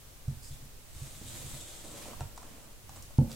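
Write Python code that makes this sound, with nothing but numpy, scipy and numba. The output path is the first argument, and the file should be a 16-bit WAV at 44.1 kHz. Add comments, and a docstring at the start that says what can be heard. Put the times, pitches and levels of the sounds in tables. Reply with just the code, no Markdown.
"""A long thread hisses and rasps through leather, stitched by hand at a wooden table in a small, quiet room.
The needle scrapes through the tight hole and ticks along with the fingernails. The piece scuffs over the
wood, crackles as it flexes, thumps the boards and clacks on them with its hard edge. A pair of microphones
takes it in with the room's short reverberation, the table's rumble under the hands and faint room tone."""
import sys
import numpy as np
from scipy import signal
from scipy.fft import rfft, irfft
from scipy.io import wavfile
from scipy.ndimage import uniform_filter1d
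from numba import njit

SR = 44100
rng = np.random.default_rng(int(sys.argv[2]) if len(sys.argv) > 2 else 0)


def wrap_up_sound(samples):
    """Save the sound to the file named by the first command line argument, as 16-bit audio."""
    columns = np.atleast_2d(samples).T
    # keep every value between -1 and 1, then stretch to whole-number steps
    tamed = np.clip(columns, -1, 1)
    steps = np.round(tamed * 32767).astype(np.int16)
    wavfile.write(sys.argv[1], SR, steps)


N = 147735

# The empty room. Each row: frequency in Hz, relative level in dB.
ROOM_TONE_SPECTRUM = [(20, 1), (32, -12), (50, -0.5), (80, -24), (130, -17), (200, -30), (350, -23.5),
                      (520, -22.5), (800, -27.5), (1600, -31.5), (4000, -33), (8000, -32), (11000, -34),
                      (15500, -35.5)]
# The table under the working hands. Each row: frequency in Hz, relative level in dB.
RUMBLE_SPECTRUM = [(20, 7.5), (50, -4.5), (90, 6.5), (140, 1.5), (170, -4.5), (225, -5.5), (320, -11),
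                   (420, -37.5), (900, -22.5)]
# That rumble rising and falling. Each row: time in seconds, level in dB.
RUMBLE_LEVELS = [(0, -55.5), (.25, -57.5), (.37, -53), (.6, -52.5), (.82, -57.5), (1.1, -52), (1.3, -48.5),
                 (1.55, -45.5), (1.68, -57.5), (1.95, -52), (2.18, -48), (2.35, -53.5), (2.8, -58.5),
                 (2.95, -49.5), (3.1, -54.5), (3.35, -48.5)]
# Leather bumping the table. Each row: time in seconds, level in dB, half width of the push in ms.
BUMPS = [(0.2809, -17, 1.29), (.372, -28.5, 2.15), (.510, -28.5, 1.56), (0.542, -21.5, 4.2),
         (0.625, -38, 0.94), (0.962, -23, 2.62), (1.018, -25.5, 1.41), (1.214, -43.5, 0.18),
         (1.292, -32.5, 1.94), (1.335, -32, 1.83), (1.447, -34.5, 1.2), (1.535, -30, 1.32),
         (2.2125, -17.5, 2.04), (2.895, -35, 1.9), (3.1855, -8.5, 0.37)]
# The table top's modes. Each row: frequency in Hz, level in dB, seconds to fall 60 dB.
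TABLE_TOP_MODES = [(47.9, -21.5, 0.48), (73, -20, 0.15), (92.2, -8.5, 0.14), (114.5, -10, 0.11),
                   (136.4, 2.5, 0.13), (173, -9, 0.098), (199.5, -10, 0.18), (228.8, -11.5, 0.23),
                   (258, -21, 0.29), (286.5, -34.5, 0.37), (333, -26.5, 0.27), (460, -25, 0.12),
                   (525, -16.5, 0.062), (836, -2.5, 0.03)]
# Its crowded upper modes. Each row: frequency in Hz, relative level in dB.
UPPER_RING_SPECTRUM = [(100, -14), (230, 7), (400, -24.5), (470, -3), (600, 4.5), (660, -18), (760, -5),
                       (850, 4), (930, 2), (1000, -8), (1350, -1), (1600, -22), (4000, -46)]
# Needle, nails, tugged thread and stiff leather ticking.
# Each row: start in seconds, snap level in dB, body level in dB, body pitch in Hz, decay time in ms.
TICK_EVENTS = [(.281, -52.5, -49.5, 740, 4.2), (1.213, -53, -41, 238, 10), (2.056, -55, -44, 740, 3.5),
               (2.132, -50, -43, 900, 6), (2.2071, -39.5, -40.5, 2780, 1.5), (2.2165, -46, -48, 1200, 2.3),
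               (2.3613, -49.5, -72, 1100, 2.3), (2.3763, -41.5, -36.5, 970, 3.7),
               (2.429, -50.5, -41.5, 920, 4.7), (2.8933, -44, -39, 910, 2.7), (2.96, -50.5, -48, 770, 11),
               (3.024, -44.5, -45.5, 8000, 4.7), (3.182, -47, -49, 4800, 3), (3.308, -41, -49, 800, 1.2),
               (3.3160, -41, -34, 4500, 1.3), (3.328, -35.5, -58, 800, 1.1)]
# A tick's bright snap. Each row: frequency in Hz, relative level in dB.
SNAP_SPECTRUM = [(400, -29), (1500, -7), (3000, 3), (5000, 7.5), (8000, 12), (11000, -8), (16000, -16)]
# Needle pushed through the leather.
# Each row: start and length in seconds, level in dB, squeak pitch in Hz, squeak against hiss in dB.
NEEDLE_SCRAPES = [(0.41, 0.091, -54.5, 5140, -3), (.472, 0.032, -56, 6800, -15),
                  (0.508, 0.041, -54.5, 3630, -3)]
# Thread running through the hole. Each row: time in seconds, level in dB.
PULL_LEVELS = [(.89, -67), (.94, -55.5), (.965, -51), (1.12, -53.5), (1.25, -50), (1.32, -46.5),
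               (1.52, -48.5), (1.75, -48.5), (1.90, -52.5), (2.04, -54), (2.13, -69), (2.18, -74),
               (2.5, -61), (2.8, -86)]
# The thread running taut with a broad hiss. Each row: start and length in seconds, level in dB.
TAUT_TUG = [(1.93, 0.18, -52.5)]
# Fingers sliding on thread and needle. Each row: start and length in seconds, level in dB.
FINGER_SLIDES = [(2.93, 0.075, -60), (3.01, 0.064, -60.5), (3.28, 0.073, -51.5)]
# The hiss of the fibres. Each row: frequency in Hz, relative level in dB.
THREAD_SPECTRUM = [(200, 0), (700, 1), (950, -2.5), (1150, -4.5), (1600, -3), (2700, -3.5), (4200, -2),
                   (5500, -4), (6700, -0.5), (9500, -3), (10600, -7.5), (12200, -4.5), (14000, -18),
                   (16000, -28)]
# The rasp of the plies. Each row: centre in Hz, width in Hz, level against the pull in dB.
PLY_BANDS = [(3770, 1400, -9.5), (7920, 3800, -4)]
# Leather scuffing over the wood. 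Each row: start and length in seconds, level in dB.
SCUFF_STROKES = [(1.2, 0.76, -59.5), (1.76, 0.35, -53.5), (2.03, 0.13, -48.5), (2.17, 0.072, -51),
                 (2.23, 0.6, -57), (2.885, 0.16, -57.5), (3.10, 0.016, -53.5), (3.26, 0.094, -49)]
# The dull tone of a scuff. Each row: frequency in Hz, relative level in dB.
SCUFF_SPECTRUM = [(100, -3.5), (200, 5), (290, 9.5), (400, -2.5), (560, 7), (800, -2.5), (1200, -4.5),
                  (1700, -14), (3000, -11), (4000, -20), (8000, -14.5), (15000, -33)]
# Leather flexing in the hand. Each row: start and length in seconds, level in dB.
FLEXES = [(1.85, 0.23, -59), (2.38, 0.35, -62), (2.945, 0.052, -55.5), (3.10, 0.023, -56.5)]
# The dry tone of its crackle. Each row: frequency in Hz, relative level in dB.
RUSTLE_SPECTRUM = [(200, -18), (500, 1), (1100, 2.5), (1600, -1.5), (2500, -1), (4500, -13.5), (7500, -2.5),
                   (11000, -14.5), (16000, -20)]
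# The hard edge striking wood. Each row: time in seconds, level in dB, half width of the push in ms.
EDGE_STRIKES = [(2.196, -45, 0.19), (2.2082, -33.5, 0.056), (2.2178, -39.5, .08), (3.187, -33.5, 0.13)]
# The stiff leather panel's modes. Each row: frequency in Hz, level in dB, seconds to fall 60 dB.
LEATHER_MODES = [(753, 0, 0.023), (884, -1, 0.027), (1373, -7, 0.031), (2720, -5, 0.016)]
# Balance of the microphone pair. Each row: frequency in Hz, left minus right in dB.
PAIR_BALANCE = [(30, -1), (70, -2.5), (130, -1.8), (300, -2.4), (520, 0.5), (1000, -2.5), (2000, -0.5),
                (4000, -2), (6300, -1.4), (8200, 2), (11000, -0.5), (15000, -.5)]

ROOM_T60_S, ROOM_GAP_S, WIDE_ABOVE_HZ = 0.38, 0.0038, 550
FIBRE_GRAIN = dict(per_s=5000, spread_db=3, flutter_db=2.65)  # shared by needle and thread


def undb(db):
    """Decibels to gain."""
    return 10 ** (np.asarray(db) / 20)


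def unit(x):
    """Scale to rms 1."""
    return x / np.sqrt(np.mean(x ** 2))


def times():
    """Time of each sample in seconds."""
    return np.arange(N) / SR


def decay(t60_s):
    """Envelope that falls 60 dB in t60_s."""
    return np.exp(-np.log(1000) * times() / t60_s)


def curve(points):
    """Gain from (s, dB) points."""
    return undb(np.interp(times(), *np.array(points).T))


def strokes(rows):
    """Each stroke swells and fades as half a sine."""
    return sum(undb(db) * np.sin(np.pi * np.clip((times() - start) / length, 0, 1))
               for start, length, db in rows)


def spectrum_db(points, size):
    """Levels at the FFT bins, joining (Hz, dB) points over log frequency."""
    hz, db = np.array(points, float).T
    bins_hz = np.maximum(np.fft.rfftfreq(size, 1 / SR), 1)
    return np.interp(np.log(bins_hz), np.log(hz), db)


def colour(x, points, size=16384):
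    """Causal filter through (Hz, dB) points that keeps the power of white noise."""
    cepstrum = irfft(np.log(unit(undb(spectrum_db(points, size)))))
    cepstrum[1:size // 2] *= 2  # fold to minimum phase
    cepstrum[size // 2 + 1:] = 0
    impulse = irfft(np.exp(rfft(cepstrum)))
    return signal.oaconvolve(x, np.array(impulse, ndmin=x.ndim), axes=-1)[..., :N]


@njit
def resonate(x, hz, width_hz):
    """State-variable band-pass with a centre for every sample."""
    y, band, low = np.empty(len(x)), 0., 0.
    for i in range(len(x)):
        g, damping = np.tan(np.pi * hz[i] / SR), width_hz / hz[i]
        v = (band + g * (x[i] - low)) / (1 + g * (g + damping))
        band, low, y[i] = 2 * v - band, low + 2 * g * v, damping * v
    return y


def bandpass(x, hz, width_hz):
    """Steep resonance whose centre may move, gain 1 at the centre."""
    centre = np.clip(hz * np.ones(N), 20, SR / 3)
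    once = resonate(x + 1e-18, centre, float(width_hz))
    return resonate(once, centre, float(width_hz))


def wander(rate_hz):
    """Smooth random drift, rms 1."""
    hold = max(int(SR / rate_hz), 1)
    steps = rng.standard_normal(N)[np.arange(N) // hold]
    return unit(uniform_filter1d(steps, hold))


def friction(per_s, spread_db, flutter_db, flutter_hz):
    """Dense tiny catches of uneven size under a wavering pressure."""
    catches = (rng.random(N) < per_s / SR) * rng.choice([-1, 1], N)
    sizes = undb(spread_db * np.minimum(rng.exponential(size=N), 6))
    return unit(catches * sizes) * undb(flutter_db * wander(flutter_hz))


def pushes(rows):
    """Force of brief contacts: the longer the push, the duller the blow."""
    force = np.zeros(N)
    for when, db, width_ms in rows:
        push = np.exp(-.5 * ((times() - when) * 1000 / width_ms) ** 2)
        force -= undb(db) * push / push.sum()
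    return force


def ringing(modes):
    """Decaying modes of a struck object."""
    return sum(undb(db) * np.sin(2 * np.pi * hz * times()) * decay(t60) for hz, db, t60 in modes)


def diffuse(bass_width=0.45):
    """Noise from all sides: alike at both microphones in the bass, unrelated in the treble."""
    mid, side = rng.standard_normal((2, N))
    hz = np.fft.rfftfreq(N, 1 / SR)
    width = bass_width + hz ** 2 / (hz ** 2 + WIDE_ABOVE_HZ ** 2) * (1 - bass_width)
    side = irfft(rfft(side) * width, N)
    return unit(np.array([mid + side, mid - side]))


def room(x, wet_db):
    """Direct sound plus a small room's reverberation; more wet_db sounds farther from the microphones."""
    tail = diffuse() * decay(ROOM_T60_S) * (times() > ROOM_GAP_S)
    tail /= np.sqrt(np.sum(tail ** 2) / 2)
    wet = signal.fftconvolve(x[None], tail, axes=1)[:, :N]
    return (x + undb(wet_db) * wet) / np.hypot(1, undb(wet_db))


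def room_tone(level_db=-51):
    """Faint steady rumble and hiss all around the microphones."""
    return unit(colour(diffuse(), ROOM_TONE_SPECTRUM)) * undb(level_db)


def table(upper_db=-18, upper_t60_s=0.29, spread_s=0.0039):
    """The hands keep the table rumbling; soft bumps of the leather ring its modes."""
    upper = undb(upper_db) * unit(colour(rng.standard_normal(N), UPPER_RING_SPECTRUM)) * decay(upper_t60_s)
    onset = 1 - np.exp(-times() / spread_s)  # a blow takes time to spread through the boards
    response = (ringing(TABLE_TOP_MODES) + upper) * onset
    thumps = room(signal.fftconvolve(pushes(BUMPS), response)[:N], wet_db=-10.5)
    rumble = unit(colour(diffuse(), RUMBLE_SPECTRUM)) * curve(RUMBLE_LEVELS)
    return thumps + rumble


def ticks(band_ratio=1.36):
    """Each tick is a bright snap with a hollow ring whose pitch depends on where the leather is touched."""
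    t = np.arange(SR // 8) / SR
    snap, body = np.zeros((2, N + len(t)))
    for start, snap_db, body_db, body_hz, decay_ms in TICK_EVENTS:
        fade = np.exp(-t * 1000 / decay_ms)
        span = slice(int(start * SR), int(start * SR) + len(t))
        hollow = signal.butter(2, [body_hz / band_ratio, body_hz * band_ratio], "band", fs=SR)
        crack, grain = rng.standard_normal((2, len(t)))
        snap[span] += undb(snap_db) * fade * crack
        body[span] += undb(body_db) * fade * unit(signal.lfilter(*hollow, grain))
    return room(colour(snap[:N], SNAP_SPECTRUM) + body[:N], wet_db=-1.5)


def needle():
    """The needle scrapes through the tight hole, each push with its own squeak under a bright hiss."""
    scrapes = np.zeros(N)
    for start, length, db, squeak_hz, squeak_db in NEEDLE_SCRAPES:
        rub = friction(**FIBRE_GRAIN, flutter_hz=69.3)
        squeak = undb(squeak_db) * unit(bandpass(rub, squeak_hz, width_hz=800))
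        hiss = unit(bandpass(rub, hz=7600, width_hz=5700))
        scrapes += (squeak + hiss) * strokes([(start, length, db)])
    return room(scrapes, wet_db=0.5)


def thread(hiss_db=-4, rasp_drift=0.03):
    """Fibres hiss through the hole; twisted plies catch and rasp in two bands that drift with tension."""
    pull = curve(PULL_LEVELS) + strokes(FINGER_SLIDES)
    fibres = friction(**FIBRE_GRAIN, flutter_hz=70)
    hiss = colour(fibres * (undb(hiss_db) * pull + strokes(TAUT_TUG)), THREAD_SPECTRUM)
    plies = friction(per_s=900, spread_db=2.5, flutter_db=2.4, flutter_hz=45)
    tension = 1 + rasp_drift * wander(rate_hz=6.95)
    rasp = sum(undb(db) * unit(bandpass(plies, hz * tension, width)) for hz, width, db in PLY_BANDS)
    return room(hiss + rasp * pull, wet_db=3.5)


def scuffs():
    """Coarse, dull friction of the leather moving on the table."""
    rub = friction(per_s=1500, spread_db=2, flutter_db=2, flutter_hz=50) * strokes(SCUFF_STROKES)
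    return room(colour(rub, SCUFF_SPECTRUM), wet_db=-1)


def rustles():
    """Dry, sparse crackle of the leather flexing in the hand."""
    crackle = friction(per_s=840, spread_db=4.5, flutter_db=2, flutter_hz=30) * strokes(FLEXES)
    return room(colour(crackle, RUSTLE_SPECTRUM), wet_db=-1)


def clacks():
    """The hard edge of the piece strikes the wood and the stiff panel rings briefly."""
    ring = signal.fftconvolve(pushes(EDGE_STRIKES), ringing(LEATHER_MODES))[:N]
    return room(ring, wet_db=-3.5)


def scene():
    """The work at the table and the room around it, as they reach the two microphones."""
    return thread() + needle() + scuffs() + rustles() + ticks() + clacks() + table() + room_tone()


def record(dry, top_hz=15800):
    """The right microphone gets more wood, the left more hiss near 8 kHz; the recorder cuts the top."""
    lean_db = spectrum_db(PAIR_BALANCE, 2 * N)
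    mic_gains = undb(np.array([lean_db, -lean_db]) / 2)
    heard = irfft(rfft(dry, 2 * N) * mic_gains)[:, :N]
    steep_lowpass = signal.ellip(12, .1, 80, top_hz, fs=SR, output="sos")
    return signal.sosfilt(steep_lowpass, heard)


dry = scene()
out = record(dry)
wrap_up_sound(out)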